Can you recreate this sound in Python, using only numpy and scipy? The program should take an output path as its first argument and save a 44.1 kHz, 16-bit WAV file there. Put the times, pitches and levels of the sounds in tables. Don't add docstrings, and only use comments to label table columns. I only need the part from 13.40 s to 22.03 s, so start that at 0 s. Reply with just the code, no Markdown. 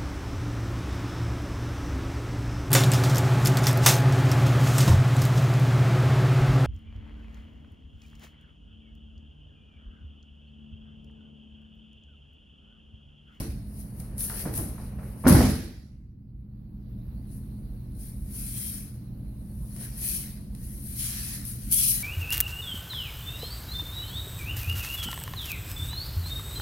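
import sys
import numpy as np
from scipy import signal
from scipy.fft import rfft, irfft, next_fast_len
from scipy.io import wavfile
from scipy.ndimage import uniform_filter1d, map_coordinates

SR = 44100
rng = np.random.default_rng(int(sys.argv[2]) if len(sys.argv) > 2 else 0)


def gain_from_db(level_db):
    decades = np.asarray(level_db, float) / 20
    return 10 ** decades


def generate_wav(signal):
    frames = np.transpose(np.atleast_2d(signal))
    scaled = np.clip(frames, -1, 1) * 32767
    pcm = np.round(scaled).astype(np.int16)
    wavfile.write(sys.argv[1], SR, pcm)


N = 380485

# frequency_hz, density_db (per Hz)
SLOW_SHEEN = [(2350, -36), (4000, -23.5), (5600, -13), (7660, -16.5), (9010, -0.5), (10700, 3),
              (15100, -9.5), (16000, -5)]
# frequency_hz, density_db (per Hz)
SLOW_DRAG = [(410, -39), (700, -6), (950, -9.5), (1860, 2), (3470, -5), (4120, 0.5), (5490, -1.5),
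             (7600, -12), (8000, -10), (10400, -29), (17600, -120)]


def unit(x):
    return x / np.sqrt(np.mean(x ** 2) + 1e-20)


def along(points, hz):
    f, v = np.transpose(points)
    return np.interp(np.log(hz + 1), np.log(f + 1), v)


def wobble(rate):
    knots = rng.standard_normal(int(N * rate / SR) + 4)
    return map_coordinates(knots, [np.arange(N) * rate / SR])


def filtered(x, response):
    n = x.shape[-1]
    m = next_fast_len(n + 8192)
    return irfft(rfft(x, m) * response(np.fft.rfftfreq(m, 1 / SR)), m)[..., :n]


def spread(pair, spectrum):
    # frequency_hz, likeness (0 to 1)
    alike = [(60, .99), (200, 0.95), (400, 0.75), (700, 0.36), (1300, 0.11), (4000, 0.04)]

    def mid_side(hz):
        turn = np.arccos(np.clip(along(alike, hz), -1, 1)) / 2
        return gain_from_db(along(spectrum, hz)) * [np.cos(turn), np.sin(turn)]

    mid, side = filtered(pair, mid_side)
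    return unit(np.array([mid + side, mid - side]))


def rush(spectrum, patchy_db, ridged_db=0):
    z = signal.stft(rng.standard_normal((2, N)), nperseg=512)[2]

    def smooth_field(bins, frames):
        field = rng.standard_normal(z.shape[1:])
        return unit(uniform_filter1d(uniform_filter1d(field, bins, 0), frames, 1))

    gain_db = patchy_db * smooth_field(6, 8) + ridged_db * smooth_field(2, 30)
    noise = signal.istft(z * gain_from_db(gain_db), nperseg=512)[1][:, :N]
    return spread(noise, spectrum)


def ring_out(spectrum, size):
    # frequency_hz, t60_s
    hall = [(60, 0.81), (250, 0.61), (1000, 0.46), (4000, 0.94), (12000, .4)]
    noise = spread(rng.standard_normal((2, size)), spectrum)
    hz, t, z = signal.stft(noise, SR, nperseg=512)
    decay = gain_from_db(-60 * t / along(hall, hz)[:, None])
    return signal.istft(z * decay, SR, nperseg=512)[1][:, :size]


def early(t, t60):
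    # delay_s, level_db
    near_walls = [
        (0, 2),
        (.0028, -10),
        (.0075, -15.5),
        (0.011, -13),
        (.02, -17),
    ]
    copies = sum(gain_from_db(db - 60 * np.abs(t - s) / t60) * (t >= s) for s, db in near_walls)
    return copies + gain_from_db(-15) * (1 - np.exp(-t / 0.011))


def add(into, sound, s):
    i = round(s * SR)
    n = min(sound.shape[1], N - i)
    into[:, i:i + n] += sound[:, :n]


def stroke_db(s, rise, hold, fade):
    rise_db, stop_db_per_s, linger_db = 29, 351, -2.5
    t = np.arange(0, N / SR, .001) - s
    after = np.maximum(t - hold, 0)
    climb = rise_db * np.minimum(t, 0) / rise
    return climb + np.maximum(-stop_db_per_s * after, linger_db - fade * after)


def per_sample(x):
    return np.interp(np.arange(N) / SR, np.arange(len(x)) / 1000, x)


def air():
    # frequency_hz, level_db (rms)
    hum = [
        (120, -43.5),
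        (206.4, -47.5),
        (480, -78),
    ]
    # frequency_hz, density_db (per Hz)
    rumble_spectrum = [(12, -38), (20, -10.5), (49, 7), (66, 3.5), (86, -3.5), (124, -4), (176, -5.5),
                       (206, -8), (238, -11.5), (274, -12.5), (321, -19.5), (356, -22), (390, -29.5),
                       (450, -36.5), (580, -64.5), (990, -120)]
    wash_spectrum = [(210, -17.5), (350, -5.5), (390, -8.5), (488, -8), (645, -10), (693, -13), (1150, -20),
                     (3000, -29), (3900, -64), (6600, -120)]
    hiss_spectrum = [(1470, -36.5), (2500, -16), (3040, -10), (3440, -7), (4170, 0), (7770, -30),
                     (9440, -17.5), (9810, -9.5), (10600, -8), (12000, 0), (13700, -10), (15000, -5),
                     (16000, -0.5)]
    # full_s, rise_s, hold_s, level_db
    scuffle = [
        (.58, 0.48, 0.063, -75.5),
        (1.063, 0.92, 0.21, -52.5),
        (1.6, 0.66, .2, -60),
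        (1.904, 0.13, .16, -50),
        (6.603, 1, .15, -70.5),
    ]
    fall_s, sink_s, stay_s, creep_s = 1.673, 0.48, 0.54, 0.96
    t = np.arange(N) / SR
    duck = np.interp(t, np.cumsum([fall_s, sink_s, stay_s, creep_s]), [0, 1, 1, 0])

    tones = 0
    for hz, db in hum:
        phase = 2 * np.pi * hz * t + 0.14 * wobble(1.5)
        tones = tones + gain_from_db(db + 0.46 * wobble(3.4)) * np.sin(phase)
    rumble = rush(rumble_spectrum, patchy_db=0.8) + gain_from_db(39.5) * tones

    stirred = per_sample(sum(gain_from_db(db + stroke_db(s, rise, hold, fade=58)) for s, rise, hold, db in scuffle))
    wash_gain = gain_from_db(2.5) * (gain_from_db(-65 - 18.5 * duck) + stirred)
    wash = wash_gain * rush(wash_spectrum, patchy_db=1.3)
    hiss_db = -64.5 - 22 * duck - 1 * (t < fall_s)
    hiss = gain_from_db(hiss_db) * rush(hiss_spectrum, patchy_db=3.1)
    return gain_from_db(-37 - 8 * duck) * rumble + wash + hiss


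def slides():
    # frequency_hz, density_db (per Hz)
    fast_sheen = [(2940, -42), (5000, -25), (5620, -18.5), (7750, -18), (8130, -6.5), (10000, 1.5),
                  (12100, 2), (13900, -7.5), (15200, -4.5), (16000, -12)]
    fast_drag = [(710, -55), (1200, -26.5), (1980, -17.5), (2550, -7), (2740, -12.5), (3090, -4.5),
                 (3620, -7.5), (5640, -3.5), (7220, -8), (8000, -5), (10400, -32), (17600, -120)]
    # full_s, rise_s, hold_s, sheen_db, drag_db (re sheen)
    throw = [(0.0, .01, 0.006, -43, -5), (.4, .28, 0.012, -50, -15.5), (.6, .2, 0.015, -53, -17),
             (.795, .03, 0.059, -34.5, -18), (.99, .25, 0.03, -39, -10), (1.16, 0.064, 0.02, -35.5, -16),
             (1.4, .3, 0.092, -58.5, -7.5), (1.64, 0.22, 0.095, -59, -11), (1.82, 0.18, .02, -54.5, -11),
             (1.875, 0.025, 0.19, -39, 1), (2.1, .1, 0.013, -42.5, -5)]
    rising = [(3.88, .5, .65, -71, -14), (3.92, .1, 0.055, -58, -17), (4.61, .11, .09, -50, -14.5),
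              (4.8, .2, .08, -59, -22), (4.96, .15, .16, -41.5, -13), (5.17, .15, .13, -38, -12),
              (5.34, .1, 0.041, -43.5, -11.5), (6.31, .75, 0.044, -54.5, -23), (6.43, 0.21, .02, -44, -9),
              (6.65, 0.17, 0.12, -33.5, -11), (7.24, 0.225, 0.18, -50, -14.5), (7.47, 0.16, 0.12, -44, -15),
              (7.6, 0.1, 0.066, -35, -9), (7.66, .1, .3, -40, -5.5), (8.07, 0.06, .05, -41, -13.5),
              (8.22, 0.207, 0.064, -49.5, -9.5), (8.325, 0.028, 0.013, -21.5, -16),
              (8.385, 0.11, .06, -27, -8.5), (8.48, .2, .035, -25.5, -12)]
    slow_db, fast_db = -59.5, -23
    slow = rush(SLOW_SHEEN, patchy_db=1.9, ridged_db=1.9), rush(SLOW_DRAG, patchy_db=2.0, ridged_db=1.5)
    fast = rush(fast_sheen, patchy_db=1.4, ridged_db=2.0), rush(fast_drag, patchy_db=1.0, ridged_db=2.5)
    out = np.zeros((2, N))
    for strokes, pace in ((throw, .7), (rising, 1)):
        bright, dull = 0, 0
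        for s, rise, hold, db, drag_db in strokes:
            bright = bright + gain_from_db(2 * (db + stroke_db(s, rise, hold, fade=98.5)))
            dull = dull + gain_from_db(2 * (db + drag_db + stroke_db(s, rise, hold, fade=78)))
        bright, dull = per_sample(bright), per_sample(dull)
        speed = pace * (10 * np.log10(bright + 1e-20) - slow_db) / (fast_db - slow_db)
        turn = np.clip(speed, 0, 1) * np.pi / 2
        sheen, drag = (np.cos(turn) * a + np.sin(turn) * b for a, b in zip(slow, fast))
        grip_db = 0.27 * wobble(45) + 0.53 * wobble(300)
        out += gain_from_db(3.0 + grip_db) * np.sqrt(bright) * sheen
        out += gain_from_db(1.5 + grip_db) * np.sqrt(dull) * drag
    return out


def blows():
    # start_s, peak_db, boom_hz
    hits = [(0.004, -22, 110), (0.039, -35, 131), (0.081, -36.5, 110), (1.059, -22, 200),
            (1.073, -22.5, 240), (1.187, -21, 121), (1.846, -22, 220), (1.852, -17, 152),
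            (1.865, -4.5, 246), (1.884, -7, 245), (1.904, -8, 161), (1.924, -7, 182.8),
            (1.946, -4.5, 110.5)]
    # frequency_hz, density_db (per Hz)
    boom_spectrum = [(15, -46), (25, -8.5), (43, -1), (81, 1), (141, -6), (246, -1.5), (339, -11.5),
                     (408, -22), (442, -18), (600, -24), (780, -54.5), (1320, -120)]
    slap_spectrum = [(240, -33), (400, -1), (575, 10.5), (789, -3.5), (1080, 4), (1240, -18.5), (1390, 1),
                     (1510, -6), (2000, -12.5), (2320, -31.5), (4730, -27.5), (5060, -11.5), (6000, -30),
                     (7800, -56), (13200, -120)]
    after_spectrum = [(180, -32), (300, 2), (336, 2.5), (405, -13.5), (437, 0.5), (483, -15), (818, -10),
                      (962, -20), (1510, -19.5), (1690, -21), (2040, -23), (2590, -34), (6000, -32),
                      (7800, -57), (13200, -120)]
    settle_hz = 130, 250
    settle_s, gap_s, settle_db, loss_db_per_s = 1.962, .026, -9.5, 91.5
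    events = [(*hit, -17) for hit in hits]
    for k in range(7):
        later = k * gap_s
        events.append((settle_s + later, settle_db - later * loss_db_per_s, settle_hz[k % 2], -19.5))

    out, t = np.zeros((2, N)), np.arange(SR // 2) / SR
    size = len(t)
    swell = 1 - np.exp(-t / 0.004)
    touch = 1 - np.exp(-(t / 0.0018) ** 2)
    for s, db, hz, slap_db in events:
        bend = np.sin(2 * np.pi * hz * t) * gain_from_db(-60 * t / 0.077) * (1 - np.exp(-t * hz / 0.065))
        boom = bend + gain_from_db(-13) * swell * ring_out(boom_spectrum, size)
        direct = touch * gain_from_db(-60 * t / 0.14) * ring_out(slap_spectrum, size)
        slap = direct + gain_from_db(-3) * swell * ring_out(after_spectrum, size)
        add(out, gain_from_db(db) * boom + gain_from_db(db + slap_db) * slap, s)
    return out


def sway():
    # deepest_s, peak_db, swing_hz
    swings = [
        (-.09, -12.5, 67.4),
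        (1.941, -6, 78.4),
    ]
    gap_s, loss_db, backswing_db = 0.044, 3.5, -5.5
    out, t = np.zeros((2, N)), np.arange(SR // 4) / SR
    for deepest_s, peak_db, hz in swings:
        lump = np.sin(2 * np.pi * hz * t) * (t / 0.023) * np.exp(1 - t / 0.018)
        for k in range(-2, 5):
            s = deepest_s + k * gap_s
            db = peak_db - loss_db * abs(k) + backswing_db * (k % 2)
            if s >= 0:
                add(out, gain_from_db(db - 3.0) * np.array([lump, lump]), s)
    return out


def ticks():
    # start_s, peak_db, body_db (re snap)
    snaps = [(0.6006, -34, -14), (0.7806, -27, -26), (0.8068, -22, -18), (0.8974, -32, -7.5),
             (1.139, -28, -15), (1.1765, -23, -29.5), (1.8726, -22, -6.5), (1.8802, -13.5, -13),
             (1.8868, -11, -27), (1.8961, -15, -14), (1.925, -15, -12), (1.9577, -25.5, -13),
             (3.4296, -75, 1), (4.5516, -55.5, -25), (6.364, -39, -11), (7.1498, -42, -7.5),
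             (7.211, -48, -30), (8.0521, -27.5, -36), (8.314, -20.5, -44)]
    out, t = np.zeros((2, N)), np.arange(SR // 3) / SR
    for s, db, body_db in snaps:
        snap = ring_out(SLOW_SHEEN, len(t)) + gain_from_db(body_db + 0.5) * ring_out(SLOW_DRAG, len(t))
        add(out, gain_from_db(db - 1.5) * early(t, t60=0.011) * snap, s)
    return out


def taps():
    # start_s, peak_db, knock_hz
    knocks = [(0.605, -42.5, 640), (0.898, -33.5, 1360), (0.945, -42, 686), (1.053, -29, 710),
              (1.177, -37.5, 554), (1.379, -38, 900), (1.432, -45, 466), (1.586, -37, 540),
              (1.629, -39.5, 457.6), (1.839, -25.5, 966), (1.853, -17, 600), (1.865, -13.5, 1080),
              (1.916, -17, 449), (2.004, -16, 501), (2.126, -37, 454), (6.36, -45, 541),
              (6.408, -44.5, 651)]
    head_on = .6
    out, t = np.zeros((2, N)), np.arange(SR // 3) / SR
    for s, db, hz in knocks:
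        hollow = [(hz / 4, -40), (hz / 2.9, -9), (hz, 0), (hz * 1.6, -7), (2200, -16), (3200, -35), (9000, -70)]
        knock = ring_out(sorted(hollow), len(t))
        knock = head_on * knock[0] + (1 - head_on) * knock
        onset = 1 - np.exp(-t / 0.0033)
        add(out, gain_from_db(db + 2.0) * onset * early(t, t60=0.016) * knock, s)
    return out


def scene():
    return air() + slides() + blows() + sway() + ticks() + taps()


def roll_off(x):
    return signal.sosfilt(signal.butter(12, 16380, fs=SR, output="sos"), x)


def record(dry):
    # frequency_hz, left_re_right_db
    port_difference = [(60, -1.5), (92, 1), (140, -1.5), (210, -1.5), (330, -0.5), (500, -1), (770, -1),
                       (1170, -2), (1790, -0.5), (2740, 0), (4190, -3.5), (6410, -8), (9810, 9.5),
                       (15000, -3)]

    def response(hz):
        ports = gain_from_db(along(port_difference, hz) * [[.5], [-.5]])
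        return ports * (hz < 15960) * hz ** 2 / (hz ** 2 + 23 ** 2)

    held = dry / (1 + np.abs(dry / .86) ** 6) ** (1 / 6)
    return roll_off(filtered(held, response) - .0006)


dry = scene()
out = record(dry)
generate_wav(out)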